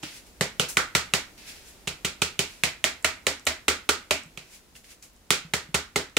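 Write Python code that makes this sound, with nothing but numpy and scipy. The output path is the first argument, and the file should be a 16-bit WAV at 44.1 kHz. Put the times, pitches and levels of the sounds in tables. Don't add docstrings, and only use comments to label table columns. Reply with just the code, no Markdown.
import sys
import numpy as np
from scipy import signal
from scipy.fft import rfft, irfft, next_fast_len
from scipy.io import wavfile

SR = 44100
rng = np.random.default_rng(int(sys.argv[2]) if len(sys.argv) > 2 else 0)


def makeup_ratio(level_db):
    decades = np.asarray(level_db, float) / 20
    return 10 ** decades


def digitize_waveform(pressure):
    field = np.atleast_2d(pressure).T
    bounded = np.clip(field, -1, 1)
    quanta = np.round(bounded * 32767).astype(np.int16)
    wavfile.write(sys.argv[1], SR, quanta)


N = 272538


# start in seconds, force in dB, landing time in ms,
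# air pocket between the fingers in dB re force, hollow of the palm in dB re force.
PATS = [(0.0314, -34, 9.4, 7, -3), (0.4099, -17, 2.3, 4.5, -10), (0.5968, -15.5, 2.2, 2, -4.5),
        (0.77, -15, 3, 7, 2.5), (0.9505, -12.5, 3.7, 2.5, -4), (1.137, -14, 2.6, 3, -8),
        (1.8728, -22.5, 13, 3, -6), (2.0468, -18.5, 14, 1.5, -8), (2.2181, -15, 5.9, 1.5, -7),
        (2.3916, -15.5, 3.2, 1.5, -11), (2.636, -15, 2.5, 5.5, -18), (2.8414, -14.5, 0.8, 4.5, -14),
        (3.0454, -15, 5.7, 6, -4.5), (3.2674, -15, 3.5, 3, -8), (3.4676, -15.5, 9.3, 4.5, -9.5),
        (3.6812, -13, 7.4, 3.5, -3.5), (3.8903, -13, 6.9, 0.4, -1.5), (4.1084, -15.5, 4.8, 6, -6.5),
        (4.3743, -35, 2.9, 6, -8), (5.3055, -11, 1.3, 1.5, -7), (5.5363, -17.5, 6.1, 3.5, -9.5),
        (5.743, -15.5, 12.4, 1.5, -2.5), (5.959, -17, 7.7, 3, -6), (6.1673, -15, 4, 6, -3)]
PAT_S = np.array(PATS)[:, 0]


def slaps():
    near, around = np.zeros((2, N)), np.zeros(N)
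    t = np.arange(1024) / SR
    click = 1. * (t == 0)
    shared, own = rng.standard_normal((2, len(PATS), 2, 1024))
    sizes = makeup_ratio(1.68 * rng.exponential(1, (len(PATS), 1024)))
    pockets = held(PAT_S)[:, 1] * (1 + 0.03 * rng.uniform(-1, 1, len(PATS)))
    for pat, pocket_hz, common, sides, size in zip(PATS, pockets, shared, own, sizes):
        start_s, landing_ms = pat[0], max(pat[2], .5)
        landing = (1 - np.exp(-t / 0.000078)) * np.exp(-(1000 * t / landing_ms) ** 2)
        contacts = landing * size * (common[0] + .6 * sides)
        add(near, start_s - .0003, sum(slap_parts(contacts, pat, pocket_hz)))
        power = sum(np.abs(rfft(part)) ** 2 for part in slap_parts(click, pat, pocket_hz))
        pulse = np.roll(irfft(np.sqrt(power)), 96)[:192]
        add(around, start_s - .0005, pulse)
    straight_db = -0.2
    return makeup_ratio(straight_db) * band_pass(near, 800, 16000), around


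def slap_parts(contact, pat, pocket_hz):
    _, force_db, _, pocket_db, palm_db = pat
    pocket = ring(ring(contact, pocket_hz, .0021), pocket_hz, .0021)
    palm = ring(ring(contact, 1420, .006), 1420, .006)
    knock = band_pass(contact, 2600, 4800)
    airy_top = high_pass(contact, 8600)
    crack = band_pass(contact, 4600, 8000) - .13 * airy_top
    levels = force_db + np.array([pocket_db - 1.6, palm_db + 0.6, 1.1, -0.5])
    parts = []
    for db, part in zip(levels, [pocket, palm, knock, crack]):
        energy = np.sum(part ** 2, axis=-1, keepdims=True)
        parts.append(makeup_ratio(db) * part / np.sqrt(energy / 60))
    return parts


# from when in seconds, air pocket in Hz, mesh in dB re force,
# hoop in dB re force, hoop under the grip in Hz.
GRIPS = [(0, 2880, -1.5, 1.5, 300), (0.3, 2050, -3, -6, 480), (0.5, 2650, -8, -8, 480),
         (0.7, 2100, -12, -14, 400), (1.8, 2450, -10, -11, 400), (2.6, 2300, -14, -17, 410),
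         (2.8, 2250, -22, -12, 630), (3.2, 2150, -17, -9, 490), (3.4, 2200, -26, -10, 600),
         (3.6, 2190, -24, -8.5, 415), (4.0, 2450, -17, -7, 597), (4.3, 2450, -7, -10, 380),
         (5.2, 2340, -17, -13, 410), (5.5, 2050, -10, -11, 420), (5.9, 2050, -11, -3, 415),
         (6.1, 2500, -16, -6, 436)]


def held(at_s):
    grips = np.array(GRIPS)
    return grips[np.searchsorted(grips[:, 0], at_s) - 1]


# start in seconds, level in dB.
DROPS = [
    (4.257, -39),
    (4.745, -50.5),
    (5.448, -38),
    (5.689, -37),
]
# frequency in Hz, level in dB, 60 dB decay in seconds.
MESH = [(147, -8, .14), (174, -3, .13), (205, -1.5, .07)]
HEAP = [(162, -1.5, .11)]
HOOP = [(270, -4, 0.04), (388, -11, 0.056), (605, -12, 0.019), (817, -5, 0.05)]


def thuds():
    s = PAT_S + .0004
    force_db = np.array(PATS)[:, 1]
    _, _, mesh_db, hoop_db, grip_hz = held(s).T
    mesh = struck(s, force_db + mesh_db, MESH) + struck(*np.transpose(DROPS), HEAP)
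    hoop = struck(s, force_db + hoop_db, HOOP)
    click = 1. * (np.arange(8192) == 0)
    for at_s, db, hz in zip(s, force_db + hoop_db, grip_hz):
        add(hoop, at_s + 0.00214, makeup_ratio(db + 4.5) * ring(click, hz, t60=0.036))
    hoop = high_pass(hoop, 210)
    return band_pass(mesh + hoop, 90, 1100)


def struck(at_s, db, modes):
    out = np.zeros(N)
    for hz, mode_db, t60 in modes:
        clicks = np.zeros(N)
        strength_db = db + mode_db + rng.normal(0, 1.2, len(at_s))
        clicks[(at_s * SR).astype(int)] = -makeup_ratio(strength_db)
        out += ring(clicks, hz, t60)
    return out


def boom():
    hz, t60 = 76, .13
    s, force_db, landing_ms = np.array(PATS).T[:3]
    db = force_db - 77 + 3.3 * np.log2(landing_ms)
    return ring(struck(s - .002, db, [(hz, .1, t60)]), hz, t60)


# start in seconds, peak in dB, left over right in dB, centre in Hz.
TICKS = [(.0278, -37, -16, 5500), (1.3793, -46, -1.5, 7000), (3.026, -35, 2, 8000), (3.3965, -36, 14, 7000),
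         (3.4536, -30.5, 11, 9500), (4.235, -37.5, 13, 7840), (4.262, -46, 6, 9000), (4.753, -41, -4, 2440),
         (4.764, -39.5, 1, 2500), (4.8434, -43, -3, 2500), (5.026, -34, 5.5, 6470), (5.134, -52, -1, 13000),
         (5.1637, -45, 8, 7500), (6.098, -45, 2, 7000)]


def ticks():
    out, t = np.zeros((2, N)), np.arange(512) / SR
    for (s, db, pan_db, hz), noise in zip(TICKS, rng.standard_normal((len(TICKS), 512))):
        fading = noise * np.exp(-t * hz / 3.9)
        tick = band_pass(fading, hz / 1.38, min(hz * 1.23, 19000))
        sides_db = db + np.array([[pan_db], [-pan_db]]) / 2
        add(out, s, tick / np.abs(tick).max() * makeup_ratio(sides_db))
    return out


# peak in seconds, peak in dB, 20 dB rise in seconds,
# 20 dB fall in seconds, fine hiss in dB re the rub.
STROKES = [(0.036, -40, .014, .17, -8), (0.172, -48, .16, .065, 0.3), (0.27, -60, .03, .08, 3),
           (0.69, -45, .008, .08, 12.5), (1.38, -50, .008, .5, -6), (1.49, -42, .05, .09, -2.5),
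           (1.56, -52, .06, .15, -3), (1.685, -55, .08, .11, 4), (2.5, -50.5, .08, .22, -2.5),
           (4.43, -61, .03, .3, -3), (4.55, -52, .09, .07, 2.5), (4.76, -53, .015, .07, 3),
           (4.846, -56, .015, .07, 0.3), (4.915, -51, .065, .06, 0.5), (5.028, -53, .008, .08, 5)]
# frequency in Hz, level in dB per Hz.
RUB = [(700, -5.5), (1500, -6), (1900, 12.5), (2400, 7.5), (3000, -0.5), (4000, 10.5), (5000, 3.5),
       (8000, -34.5)]
HISS = [(3000, -12.5), (5000, -7), (7000, 1.5), (10000, -3.5), (14000, -9.5), (17000, -12)]


def slides():
    s, db, rise_s, fall_s, hiss_db = np.array(STROKES).T[..., None]
    t = np.arange(N) / SR
    from_peak = np.maximum((s - t) / rise_s, (t - s) / fall_s)
    power = makeup_ratio(2 * db - 40 * from_peak ** 1.3)
    rub = np.sqrt(power.sum(axis=0))
    hiss = np.sqrt((power * makeup_ratio(2 * hiss_db)).sum(axis=0))
    return rub * coloured(RUB, likeness=0.87) + hiss * coloured(HISS, likeness=1.7)


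# frequency in Hz, 60 dB decay in seconds, echo in dB,
# left-right likeness from 0 to 1.
KITCHEN = [(60.3, 0.94, -20, 1), (160, 0.41, -9, 0.94), (431, 0.19, 5, 0.89), (1036, 0.31, -4.5, 0.39),
           (2500, .3, -5, 0.12), (4960, 0.25, -3, 0.058), (9000, 0.21, -0.6, 0.03), (15000, .18, 0.3, 0.02)]
# frequency in Hz, left over right in dB.
BALANCE_DB = [(60, -.7), (300, -1), (1000, -1.5), (2500, -2.5), (5000, -2.8), (9000, -4.5), (14000, -2.8)]


def kitchen(near, around, count=4):
    size = 22000
    t, padded = np.arange(size) / SR, next_fast_len(N + size)
    tails = 0
    for hz, noise in bands(count * size):
        decay_db = at_hz(KITCHEN, hz, axis=2) - 60 * t / at_hz(KITCHEN, hz)
        tails = tails + makeup_ratio(decay_db) * noise.reshape(2, count, size)
    tails = makeup_ratio(-29) * (1 - np.exp(-(t / 0.0005) ** 2)) * tails
    place = np.searchsorted(PAT_S - .005, np.arange(N) / SR) % count
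    both = rfft(near, padded)
    for k in range(count):
        both = both + rfft(around * (place == k), padded) * rfft(tails[:, k], padded)
    lean_db = at_hz(BALANCE_DB, np.fft.rfftfreq(padded, 1 / SR) + 1) / 2
    return irfft(both * makeup_ratio([lean_db, -lean_db]), padded)[:, :N]


# frequency in Hz, level in dB per Hz.
FLOOR = [(15, -33), (25, 0), (61, 5.5), (117, -11.5), (170, -4), (223, -3.5), (560, -9), (1160, -14.5),
         (5000, -17.5), (7110, -17.5), (8590, -20.5), (14000, -23.5), (16000, -31)]
# time in seconds, level in dB.
STIR = [(0, 5.5), (1.5, 6.8), (2.6, 5), (4.3, 3.5), (4.5, 2.5), (5.25, 1.3), (5.4, 2.5), (6.18, 1.1)]


def room_floor():
    level_db = -59.5 + np.interp(np.arange(N) / SR, *np.transpose(STIR))
    return makeup_ratio(level_db) * coloured(FLOOR, likeness=0.83)


def coloured(spectrum, likeness):
    out = sum(makeup_ratio(at_hz(spectrum, hz)) * noise for hz, noise in bands(N, likeness))
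    return out / np.sqrt(np.mean(out ** 2))


def bands(size, likeness=1.0):
    edges = 22 * 2 ** np.arange(0, 9.8, .5)
    white = rng.standard_normal((2, 2, size))
    for k, (low, high) in enumerate(zip(edges, edges[1:])):
        mid, side = band_pass(white[k % 2], low, high)
        hz = np.sqrt(low * high)
        alike = np.clip(likeness * at_hz(KITCHEN, hz, axis=3), 0, 1)
        yield hz, np.sqrt(1 + alike) * mid + np.sqrt(1 - alike) * side * [[1], [-1]]


def at_hz(points, hz, axis=1):
    points = np.array(points)
    return np.interp(np.log(hz), np.log(points[:, 0]), points[:, axis])


def ring(clicks, hz, t60):
    r, w = makeup_ratio(-60 / (t60 * SR)), 2 * np.pi * hz / SR
    return signal.lfilter([0, np.sin(w)], [1, -2 * r * np.cos(w), r * r], clicks + 1e-18)


def band_pass(x, low_hz, high_hz):
    return signal.sosfilt(signal.butter(2, [low_hz, high_hz], "band", fs=SR, output="sos"), x)


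def high_pass(x, hz):
    return signal.sosfilt(signal.butter(2, hz, "high", fs=SR, output="sos"), x)


def add(out, s, sound):
    i = int(s * SR)
    out[..., i:i + sound.shape[-1]] += sound[..., :N - i]


def scene():
    near, around = slaps()
    body = thuds() + ticks()
    body_echo = makeup_ratio(-7) * body.mean(axis=0)
    return kitchen(near + body + boom(), around + body_echo) + slides() + room_floor()


def low_pass(x):
    return signal.sosfilt(signal.butter(12, 16970, fs=SR, output="sos"), x)


def record(dry):
    rounded = 1.185 * np.tanh(dry / 1.194)
    shelved = signal.sosfilt(signal.cheby2(14, 22, 15900, fs=SR, output="sos"), rounded)
    mix = signal.sosfilt(signal.cheby2(12, 50, 17000, fs=SR, output="sos"), shelved)
    return low_pass(mix)


dry = scene()
out = record(dry)
digitize_waveform(out)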